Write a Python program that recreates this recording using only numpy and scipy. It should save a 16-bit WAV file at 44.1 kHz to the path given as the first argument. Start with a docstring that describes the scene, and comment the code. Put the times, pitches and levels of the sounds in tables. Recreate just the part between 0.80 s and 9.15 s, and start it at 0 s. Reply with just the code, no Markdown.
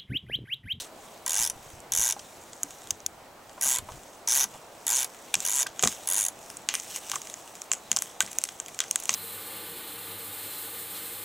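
"""A ratchet jack, close to the microphone, is cranked in the felling cut of a tree: in each of seven
strokes the pawl rattles over the teeth and rings the steel. As the trunk starts to give, wood fibres
snap, lever and wood knock, and deep breaks shake the trunk. Ground and trunks scatter each click.
Bark, needles and clothing rustle nearby; far traffic hums and light wind nudges the microphone."""
import sys
import numpy as np
from scipy import signal
from scipy.fft import rfft, irfft
from scipy.io import wavfile
from scipy.ndimage import uniform_filter1d

SR = 44100
rng = np.random.default_rng(int(sys.argv[2]) if len(sys.argv) > 2 else 0)


def int16_out(signal):
    """Quantize to a 16-bit WAV file."""
    q = np.round(np.clip(np.atleast_2d(signal).T, -1, 1) * 32767)
    wavfile.write(sys.argv[1], SR, q.astype(np.int16))


N = 368235

# Handle travel, one list a stroke. Each row: time in seconds, teeth passed.
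HANDLE_TRAVEL = [
    [(.4629, 0), (.494, 2), (.5318, 5), (.5732, 9), (.6501, 18), (.6744, 20), (.699, 21)],
    [(1.1204, 0), (1.1365, 1), (1.1626, 3), (1.1958, 6), (1.2136, 8), (1.2787, 16), (1.3094, 19),
     (1.324, 20)],
    [(2.8118, 0), (2.8228, 1), (2.9046, 12), (2.9353, 16), (2.9597, 19), (2.9698, 20), (2.985, 21)],
    [(3.4739, 0), (3.4858, 1), (3.5043, 3), (3.521, 5), (3.5597, 10), (3.6233, 19), (3.6402, 21)],
    [(4.0673, 0), (4.0915, 2), (4.1112, 4), (4.129, 6), (4.1605, 10), (4.2127, 17), (4.2302, 19),
     (4.2448, 20)],
    [(4.6503, 0), (4.6633, 1), (4.6849, 3), (4.715, 6), (4.7327, 8), (4.77, 13), (4.8192, 20), (4.829, 21)],
    [(5.2735, 0), (5.2879, 1), (5.3122, 3), (5.3643, 8), (5.3902, 11), (5.4277, 15), (5.4499, 17),
     (5.463, 18), (5.484, 19)],
]
# Each stroke at its first, middle and last tooth. Each row: level in dB, upper ring in dB re level,
# tuning factor of the pawl ring, tuning factor of the upper ring, jack body in dB re level.
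STROKE_SOUND = [
    [(-27, -2, 1.08, .99, -9.5), (-24, -6.5, 0.99, 0.96, -11.5), (-27.5, -0.5, 0.94, 1, -11)],
    [(-23.5, -5.5, 1.01, 1.02, -13.5), (-23.5, -5.5, 1.04, .99, -14.5), (-25.5, -5, 0.97, 1.001, -10)],
    [(-28.5, 1, 1.03, 1.03, -10.5), (-23.5, -4, 1.045, 1.02, -13), (-27.5, -5, 1.07, .99, -8.5)],
    [(-22, -8.5, 0.98, 0.97, -14.5), (-23.5, -0.5, 0.99, 1.05, -11), (-24, -7, .95, 1, -11)],
    [(-24, -1.5, 1.05, 1.02, -10), (-23, -9, 1.035, 0.99, -14), (-30.5, 3, 0.97, 0.99, -4)],
    [(-26, -1, 0.99, 0.99, -10), (-26, -7.5, 1.1, 1.03, -14), (-23, -8, 1.04, 1, -11)],
    [(-29.5, 5.5, 1.03, 0.99, -8.5), (-25.5, -2, 1.08, 0.98, -12), (-27.5, -1.5, 1.045, 0.96, -12)],
]
# Steel modes. Each row: centre in Hz, width in Hz, relative level in dB.
PAWL_MODES = [(5460, 520, -6.5), (6310, 750, 1.5), (7200, 1110, 1), (7400, 680, -1), (8800, 660, -17.5)]
PAWL_UPPER_MODES = [(10170, 1100, 17), (10900, 1200, 4.5), (10880, 920, 7.5), (13300, 1200, -18),
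                    (14300, 5000, -30)]
JACK_BODY_MODES = [(825, 163, -12), (985, 66, -5), (1150, 350, -17), (1562, 97, -8.5), (1948, 81, -11),
                   (2270, 150, -12.5), (3030, 480, -13.5), (3590, 220, -8.5), (4600, 1400, -17.5)]

# Fibres snapping in the cut. Each row: start in seconds, level in dB, knock and fizz in dB re level,
# length in milliseconds.
FIBRE_SNAPS = [(0.9022, -55, 1.5, 3, 1.5), (1.0034, -48, -17, -1, 0.8), (1.393, -40, -4, -13, 3.2),
               (1.733, -40, -7, -23, 0.3), (1.8327, -21.5, -20.5, -7.5, 0.86), (1.9065, -43.5, -4, -5, 1.7),
               (2.073, -45, -1, -6, 0.33), (2.1068, -20, -17.5, -11.5, 1.55),
               (2.2038, -44.5, -11, -16, 0.55), (2.2629, -22, -16, -7.5, 1.57),
               (2.6953, -50.5, -0.5, -27, 0.16), (3.7382, -49, -2.5, -15, 3.6),
               (4.5412, -19.5, -6, -10, 1.64), (4.5534, -21, -9.5, -22, 0.65),
               (4.6039, -27, -12, -13, 0.91), (4.8671, -34, 0.5, -21, 2.1), (4.9943, -25.5, -6, -29, 0.5),
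               (5.0264, -23, -6.5, -5, 0.47), (5.0353, -18.5, -6, -11, 2.9), (5.0473, -25, -9, -15, 4.1),
               (5.0741, -18, -6, -17, 1.05), (5.125, -37.5, -6, -10, 1.3), (5.2343, -49, -2, -4, 1.6),
               (5.7017, -39.5, -5.5, -1, 0.76), (5.7698, -35, -22, -9, 1.3), (5.8889, -21, -2, -29, 0.58),
               (5.9403, -32, 3.5, -2, 0.41), (5.9526, -24, -6.5, -15, 0.92), (5.9994, -30.5, -24, -16, 0.9),
               (6.1609, -29, -8, -7, 1.6), (6.2984, -32, -6, -11, 0.63), (6.3167, -27, -1, -4, 0.7),
               (6.3562, -26, -9, -29, 3.2), (6.4173, -35, -10, -12, 1.24), (6.472, -39, -4, -17, 0.72),
               (6.4993, -39, -3, -8, 1.1), (6.5406, -32.5, -10.5, -22, 0.86), (6.7537, -43.5, -4, -8, 0.62),
               (6.8184, -32.5, -11, -8, 0.97), (6.9164, -18, -8.5, -14, 0.96), (6.9286, -29, -33, -6, 0.16),
               (6.9342, -24.5, -9.5, -13, 1.18), (7.1163, -16.5, -9.5, -10, 0.37),
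               (7.1288, -32, -4, -10, 0.92), (7.1639, -19.5, -16, -15, 0.53), (7.17, -25.5, -2.5, -6, 0.47),
               (7.1889, -25, -28, -20, 0.23), (7.2224, -25.5, -8.5, -3, 0.31),
               (7.4057, -17, -3.5, -22, 0.54), (7.4182, -30, -12, -8, 1), (7.4254, -32, -21, -18, 0.36),
               (7.4639, -38.5, -14, -9, 0.27), (7.475, -47, 4, -9, 2.03), (7.5157, -39.5, -9, -6, 1.2),
               (7.5308, -39, -8, -4, 0.27), (7.5859, -20, -15.5, -8, 0.46), (7.6161, -37, -10, -14, 0.53),
               (7.6392, -22, -11.5, -8, 0.35), (7.6519, -36, -5, -8, 1.4), (7.6884, -35.5, -1, -10, 1.4),
               (7.8008, -27, -13.5, -28, 0.17), (7.8615, -38.5, -6.5, -14, 0.61),
               (7.883, -41.5, 0, -3, 0.98), (7.9443, -41.5, -7, -6, 2.8), (7.9908, -26.5, -8, -22, 0.4),
               (8.0037, -20.5, -3, -19, 1.1), (8.0389, -39.5, -0.5, -9, 1.2),
               (8.1114, -20.5, -13.5, -7, 0.43), (8.1587, -18.5, -9, -22, 0.38), (8.2005, -36.5, -15, 0, 2),
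               (8.2247, -39, -8, -17, 0.67), (8.2362, -34, -14, -14, 1.3), (8.2557, -33, -9, -4, 0.86),
               (8.2935, -17.5, -4, -29, 0.62), (8.3061, -29, -10, -21, 0.61), (8.3294, -33, -3, -15, 1.6),
               (8.3402, -22, -22, -8, 0.39)]
# Wood modes, low to high. Each row: centre in Hz, width in Hz, relative level in dB.
WOOD_KNOCK_MODES = [(1050, 540, -1.5), (1640, 690, 1.5), (2380, 1120, -1), (3300, 460, 4), (4320, 2300, -9)]
WOOD_SNAP_MODES = [(5875, 1350, -6.5), (6430, 1030, 4), (7915, 1200, -3)]
WOOD_FIZZ_MODES = [(9240, 690, 10), (12600, 6000, -2.5), (13000, 5400, -13)]
# Knocks of lever and wood; dull low thumps, mostly wind buffeting the microphone.
# Each row: start in seconds, level in dB, pitch in Hz.
KNOCKS = [(1.363, -42, 814), (1.731, -38, 4700), (2.107, -37, 3600), (2.695, -41, 4830), (2.778, -45, 996),
          (2.856, -38, 917), (2.985, -41.5, 1036), (3.087, -36.5, 957), (3.646, -44, 984),
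          (3.745, -43, 880), (4.5412, -21.5, 2720), (4.54, -15.5, 3400), (4.863, -31, 1580),
          (6.335, -34.5, 1150), (6.36, -38.5, 1140), (7.407, -28.5, 1535), (7.4062, -24, 3520)]
LOW_THUMPS = [(.6, -50, 60), (1.19, -45.5, 79), (1.839, -50.5, 285), (2.118, -52, 91), (2.858, -49, 225),
              (3.022, -50, 92), (3.137, -49, 130), (3.166, -53, 55), (3.647, -52, 204), (3.745, -55, 149)]
# Breaks deep in the trunk. Each row: start in seconds, level in dB, upper modes in dB re level.
DEEP_BREAKS = [(4.562, -48, -25), (5.0344, -40.5, 1.5), (5.056, -35.5, -10.5), (7.116, -49.5, -12),
               (7.433, -49.5, -25), (8.294, -50, -20)]
# Trunk modes. Each row: pitch in Hz, level in dB re the break, seconds to die by 60 dB.
TRUNK_MODES = [(109, -7, 0.066), (184, -1, .12), (226, -3.5, 0.15), (350, -15, 0.036), (537, 4, 0.043),
               (714, 10, 0.038), (1280, 16.5, 0.013)]

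# Nearby rustle and wind on the microphone. Each row: time in seconds, level in dB.
RUSTLE_LEVEL = [(0.0, -35), (0.11, -66), (0.24, -56), (0.45, -62), (0.75, -59), (0.9, -55), (1.1, -65),
                (1.4, -55), (1.8, -57), (1.98, -53.5), (2.27, -65), (2.55, -68.5), (2.8, -57.5),
                (3.01, -62), (3.116, -55.5), (3.3, -57.5), (3.46, -65), (3.74, -53.5), (3.86, -62.5),
                (4.05, -57), (4.55, -55), (4.63, -39), (4.86, -73), (5.078, -37.5), (5.194, -50),
                (5.5, -58), (5.742, -52.5), (5.87, -59), (5.9, -50), (6.082, -45.5), (6.175, -38.5),
                (6.195, -48.5), (6.365, -43), (6.385, -50), (6.5, -51.5), (6.92, -58.5), (7.09, -56),
                (7.234, -48), (7.39, -58), (7.5, -50), (7.78, -54), (7.96, -54.5), (8.268, -48),
                (8.35, -39)]
WIND_LEVEL = [(0.0, -63), (0.43, -70), (0.7, -55.5), (1.2, -58), (1.5, -66), (2.0, -71), (2.2, -62),
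              (2.8, -68), (3.1, -58), (3.3, -71), (8.35, -71)]
# Slow swell of the far traffic. Each row: time in seconds, level in dB re TRAFFIC_DB.
TRAFFIC_SWELL = [(0.0, 0.2), (2.4, -1.3), (5.3, 0.44), (8.35, -0.7)]
# Noise spectra. Each row: frequency in Hz, relative density in dB.
RUSTLE_FIZZ_TONE = [(2350, -39), (4000, -30), (4920, -9), (5640, 1.5), (7960, 2), (10500, -10),
                    (16000, -25), (16500, -40)]
RUSTLE_BODY_TONE = [(900, -36), (1500, 1), (2500, 6.5), (3800, 8), (5000, -0.5)]
TRAFFIC_TONE = [(15, -35), (25, -34), (63, -12), (146, -10.5), (192, -8.5), (226, -6), (296, -6.5),
                (339, -5), (389, -5.5), (706, -1), (1730, -13), (14800, -29), (16500, -19.5)]
WIND_TONE = [(15, -15), (40, -8.5), (100, 9), (160, 0), (260, -52.5)]
# Stereo image at the microphone. Each row: frequency in Hz, left-right likeness (1 is identical).
RUSTLE_LIKENESS = [(500, 1), (3000, 0.95), (12000, 1)]
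TRAFFIC_LIKENESS = [(60, 1), (240, 0.88), (950, 0.85), (3770, 0.41), (15000, 1)]
WIND_LIKENESS = [(20, .97), (60, .88), (130, 0.99)]

TRAFFIC_DB, LOUD_RUSTLE_DB = -48.5, -39.5  # rustle body and faint snaps are set against a loud rustle


def ratchet():
    """The pawl drops, chatters on the tooth and rings; its drag over the next shakes the jack body."""
    s, level_db, upper_db, tuning, upper_tuning, body_db = teeth()[:, :, None]
    jitter, loudness, brightness = rng.standard_normal((len(s), 3)).T[:, :, None]
    drop = chatter(len(s), size=1024, rise_s=0.00034, fall_s=0.0023, lumpy_db=-2.5, strike=4.0)
    drag = chatter(len(s), size=1024, rise_s=0.00023, fall_s=0.0047, lumpy_db=2.5, strike=2.4)
    pawl = ring(drop, PAWL_MODES, detune=0.022, spread_db=1.3, tuning=tuning)
    upper = ring(drop, PAWL_UPPER_MODES, detune=0.012, spread_db=1.2, tuning=upper_tuning)
    body = ring(drag, JACK_BODY_MODES, detune=0.007, spread_db=1.2)
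    steel = pawl + gain_of(upper_db + 1.1 * brightness) * upper + gain_of(body_db) * body
    starts = s + 0.0003 * jitter - 0.0004
    return place(starts, gain_of(level_db + 0.82 * loudness) * steel, spread=0.0073)


def teeth():
    """One column for each tooth passed: its time, then STROKE_SOUND read along the stroke."""
    strokes = []
    for travel, sound in zip(HANDLE_TRAVEL, STROKE_SOUND):
        s, passed = np.transpose(travel)
        tooth = np.arange(passed[-1] + 1)
        along = [np.interp(tooth / passed[-1], (0, 0.5, 1), column) for column in np.transpose(sound)]
        strokes.append([np.interp(tooth, passed, s), *along])
    return np.concatenate(strokes, axis=1)


def chatter(count, size, rise_s, fall_s, lumpy_db, strike):
    """Contact force, one blow a row: a sharp strike amid micro-impacts that die quickly."""
    t = np.arange(size) / SR
    grains, lumps = rng.standard_normal((count, 2, size)).transpose(1, 0, 2)
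    lumps = unit_rms(uniform_filter1d(lumps, size=16, axis=1))
    spike = strike * (np.arange(size) == np.round(rise_s * SR))
    return (grains * gain_of(lumpy_db * lumps) + spike) * (1 - np.exp(-t / rise_s)) * np.exp(-t / fall_s)


def ring(blows, modes, detune, spread_db, tuning=1):
    """Each blow rings the modes, every time tuned and weighted a little differently."""
    size = 2 * blows.shape[1]
    hz = np.fft.rfftfreq(size, 1 / SR)
    chance = rng.standard_normal((len(blows), 2 * len(modes)))
    response = 0
    for k, (centre_hz, width_hz, db) in enumerate(modes):
        centre = centre_hz * (tuning + detune * chance[:, k, None])
        weight = (-1) ** k * gain_of(db + spread_db * chance[:, -1 - k, None])
        response += weight / (1 + 2j * (hz - centre) / width_hz)  # one pole: a dying sine
    response *= 1j * hz / (modes[0][0] + 1j * hz)  # small parts radiate little below their first mode
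    rung = irfft(rfft(blows, size) * response)
    return rung / np.sqrt(np.mean(rung[:, :170] ** 2, axis=1, keepdims=True))  # unit RMS over the attack


def fibre_cracks():
    """A fibre lets go in about a millisecond; splinters around it crunch on for a moment."""
    s, level_db, knock_db, fizz_db, length_ms = np.r_[FIBRE_SNAPS, faint_snaps(count=36)].T[:, :, None]
    length = np.clip(length_ms, 0.1, 6) / 1000
    tear = chatter(len(s), size=1024, rise_s=0.51 * length, fall_s=0.98 * length, lumpy_db=4.5, strike=8)
    splinters = chatter(len(s), size=4096, rise_s=0.0014, fall_s=0.027, lumpy_db=6.5, strike=0)
    snap = gain_of(level_db) * timber(tear, knock_db, fizz_db, detune=0.053, spread_db=1.96)
    crunch_db = level_db - 16.5 + 1.07 * knock_db  # deep breaks splinter most
    crunch = gain_of(crunch_db) * timber(splinters, knock_db, fizz_db, detune=0.039, spread_db=2.2)
    return place(s - 0.0005, snap, spread=0.072) + place(s, crunch, spread=0.071)


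def faint_snaps(count, crowding=2.2, scatter_db=2.5):
    """Random rows like FIBRE_SNAPS, crowding towards the end as the strain grows."""
    s = 0.01 + rng.random(count) ** (1 / crowding) * (N / SR - 0.02)
    loudness, knock, fizz, length = rng.standard_normal((count, 4)).T
    rustle_db = np.interp(s, *np.transpose(RUSTLE_LEVEL)) - LOUD_RUSTLE_DB
    level_db = -42 + 0.59 * rustle_db + scatter_db * loudness  # louder where the wood rustles
    return np.c_[s, level_db, scatter_db * knock - 4, scatter_db * fizz - 8, 0.68 * np.exp(length / 2)]


def timber(blows, knock_db, fizz_db, detune, spread_db):
    """Broad wood modes that die at once: a snap with fizz above it and a knock below."""
    snap = ring(blows, WOOD_SNAP_MODES, detune, spread_db)
    fizz = ring(blows, WOOD_FIZZ_MODES, detune, spread_db)
    knock = ring(blows, WOOD_KNOCK_MODES, detune, spread_db)
    return snap + gain_of(fizz_db) * fizz + gain_of(knock_db) * knock


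def thuds(knock_cycles=51, thump_t60=0.14, upper_hz=400, bass_hz=170):
    """Knocks, low thumps and deep breaks: dying tones, roughened by an uneven level."""
    rows = [(s, db, hz, knock_cycles / hz) for s, db, hz in KNOCKS]
    rows += [(*thump, thump_t60) for thump in LOW_THUMPS]
    rows += [(s, break_db + db + upper_db * (hz > upper_hz), hz, t60)
             for s, break_db, upper_db in DEEP_BREAKS for hz, db, t60 in TRUNK_MODES]
    s, level_db, hz, t60 = np.transpose(rows)[:, :, None]
    t = np.arange(8000) / SR
    uneven = unit_rms(uniform_filter1d(rng.standard_normal((len(s), len(t))), size=60, axis=1))
    envelope = 2 * gain_of(level_db - 60 * t / t60) * (1 - np.exp(-t / 0.0011))
    sounds = envelope * np.sin(2 * np.pi * hz * t) * (1 + 1.08 * uneven)
    low = hz < bass_hz  # only these keep their deep bass, and they come from either side
    sounds -= ~low * uniform_filter1d(sounds, size=400, axis=1)
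    return place(s, sounds * low, spread=0.25) + place(s, sounds * ~low, spread=0.03)


def place(starts, sounds, spread):
    """Lays sounds out in time; each reaches the two microphone ports a little differently."""
    ports = np.zeros((2, N + sounds.shape[1]))
    for s, sound, side in zip(starts[:, 0], sounds, rng.standard_normal(len(starts))):
        at = round(s * SR)
        treble = np.diff(sound, n=2, prepend=[0, 0])
        sideways = spread * side * (np.roll(sound, shift=3) + 0.51 * treble)
        ports[:, at:at + len(sound)] += [sound + sideways, sound - sideways]
    return ports[:, :N]


def forest(clicks, near_db, near_t60, far_db, far_t60, likeness):
    """Ground and trunks scatter each click back to the microphone: a short halo and a longer tail."""
    t = np.arange(SR // 3) / SR
    taps = rng.standard_normal((2, 2, len(t))) * (rng.random((2, 1, len(t))) < 0.1) * (t > 0.002)
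    taps[:, 1] = likeness * taps[:, 0] + np.sqrt(1 - likeness ** 2) * taps[:, 1]
    response = 0
    for echoes, db, t60 in zip(taps, (near_db, far_db), (near_t60, far_t60)):
        echoes = echoes * gain_of(-60 * t / t60)
        response += gain_of(db) * echoes / np.linalg.norm(echoes, axis=1, keepdims=True)
    return signal.fftconvolve(clicks.mean(axis=0)[None], response, axes=1)[:, :N]


def rustle(ticks_per_s=70, tick_s=0.0013):
    """Bark, needles and clothing at one spot nearby: a grainy hiss with tiny ticks riding on it."""
    body_level = [(s, -42 + 0.99 * (db - LOUD_RUSTLE_DB)) for s, db in RUSTLE_LEVEL]
    fizz = hiss(RUSTLE_FIZZ_TONE, RUSTLE_LEVEL, RUSTLE_LIKENESS, patchy_db=1.5, flicker_db=2.5, size=128)
    body = hiss(RUSTLE_BODY_TONE, body_level, RUSTLE_LIKENESS, patchy_db=2.5, flicker_db=2.5, size=256)
    impulses = (rng.random(N) < ticks_per_s / SR) * rng.exponential(0.54, N)
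    ticks = signal.lfilter([1], [1, -np.exp(-1 / (tick_s * SR))], impulses)
    return (fizz + body) * (1 + ticks)


def wind():
    """Light gusts nudge the microphone: a low, fluttering rumble."""
    return hiss(WIND_TONE, WIND_LEVEL, WIND_LIKENESS, patchy_db=1.6, flicker_db=5.0, size=512)


def far_traffic():
    """Traffic a long way off: a broad hum that swells a little."""
    level = [(s, TRAFFIC_DB + db) for s, db in TRAFFIC_SWELL]
    return hiss(TRAFFIC_TONE, level, TRAFFIC_LIKENESS, patchy_db=0.8, flicker_db=0.4, size=1024)


def hiss(tone, level, likeness, patchy_db, flicker_db, size):
    """Stereo noise of one spectrum that follows a level curve, with patches and broadband flicker."""
    hop = size // 4
    frames, hz = N // hop + 5, np.fft.rfftfreq(size, 1 / SR)
    left_re, left_im, other_re, other_im, patches = rng.standard_normal((5, len(hz), frames))
    patches = uniform_filter1d(patches, size=size // 64, axis=0)
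    patches = unit_rms(uniform_filter1d(patches, size=4096 // size * 3, axis=1))
    flicker = unit_rms(uniform_filter1d(rng.standard_normal(frames), size=3))
    shared = value_at(likeness, np.maximum(hz, likeness[0][0]))[:, None]
    left = left_re + 1j * left_im
    right = shared * left + np.sqrt(1 - shared ** 2) * (other_re + 1j * other_im)
    colour = gain_of(value_at(tone, hz)[:, None] + patchy_db * patches + flicker_db * flicker)
    _, noise = signal.istft(np.array([left, right]) * colour, nperseg=size, noverlap=size - hop)
    level_db = np.interp(np.arange(N) / SR, *np.transpose(level))
    return gain_of(level_db) * unit_rms(noise[:, :N])


def value_at(points, hz):
    """Reads a curve over log frequency; below its first point it lies 30 lower."""
    point_hz, values = np.transpose(points)
    return np.interp(np.log(hz + 1), np.log(point_hz + 1), values, left=values[0] - 30)


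def gain_of(db):
    return 10 ** (np.asarray(db) / 20)


def unit_rms(x):
    return x / np.sqrt(np.mean(x ** 2) + 1e-20)


def scene():
    """Jack and trunk up close, the forest around them, wind and traffic behind."""
    steel = ratchet()
    wood = fibre_cracks() + thuds()
    steel += forest(steel, near_db=-19, near_t60=0.018, far_db=-12.5, far_t60=0.085, likeness=0.98)
    wood += forest(wood, near_db=-13.5, near_t60=0.0084, far_db=-50, far_t60=0.36, likeness=0.9)
    background = wind() + far_traffic()
    return steel + wood + rustle() + background


def record(dry):
    """The microphone: a slightly more sensitive right port, then a band limit at 15.9 kHz."""
    ports = dry * gain_of([[-0.15], [0.15]])
    lowpass = signal.firwin(255, 15900, window=("kaiser", 8), fs=SR)
    return signal.oaconvolve(ports, lowpass[None], "same")


dry = scene()
out = record(dry)
int16_out(out)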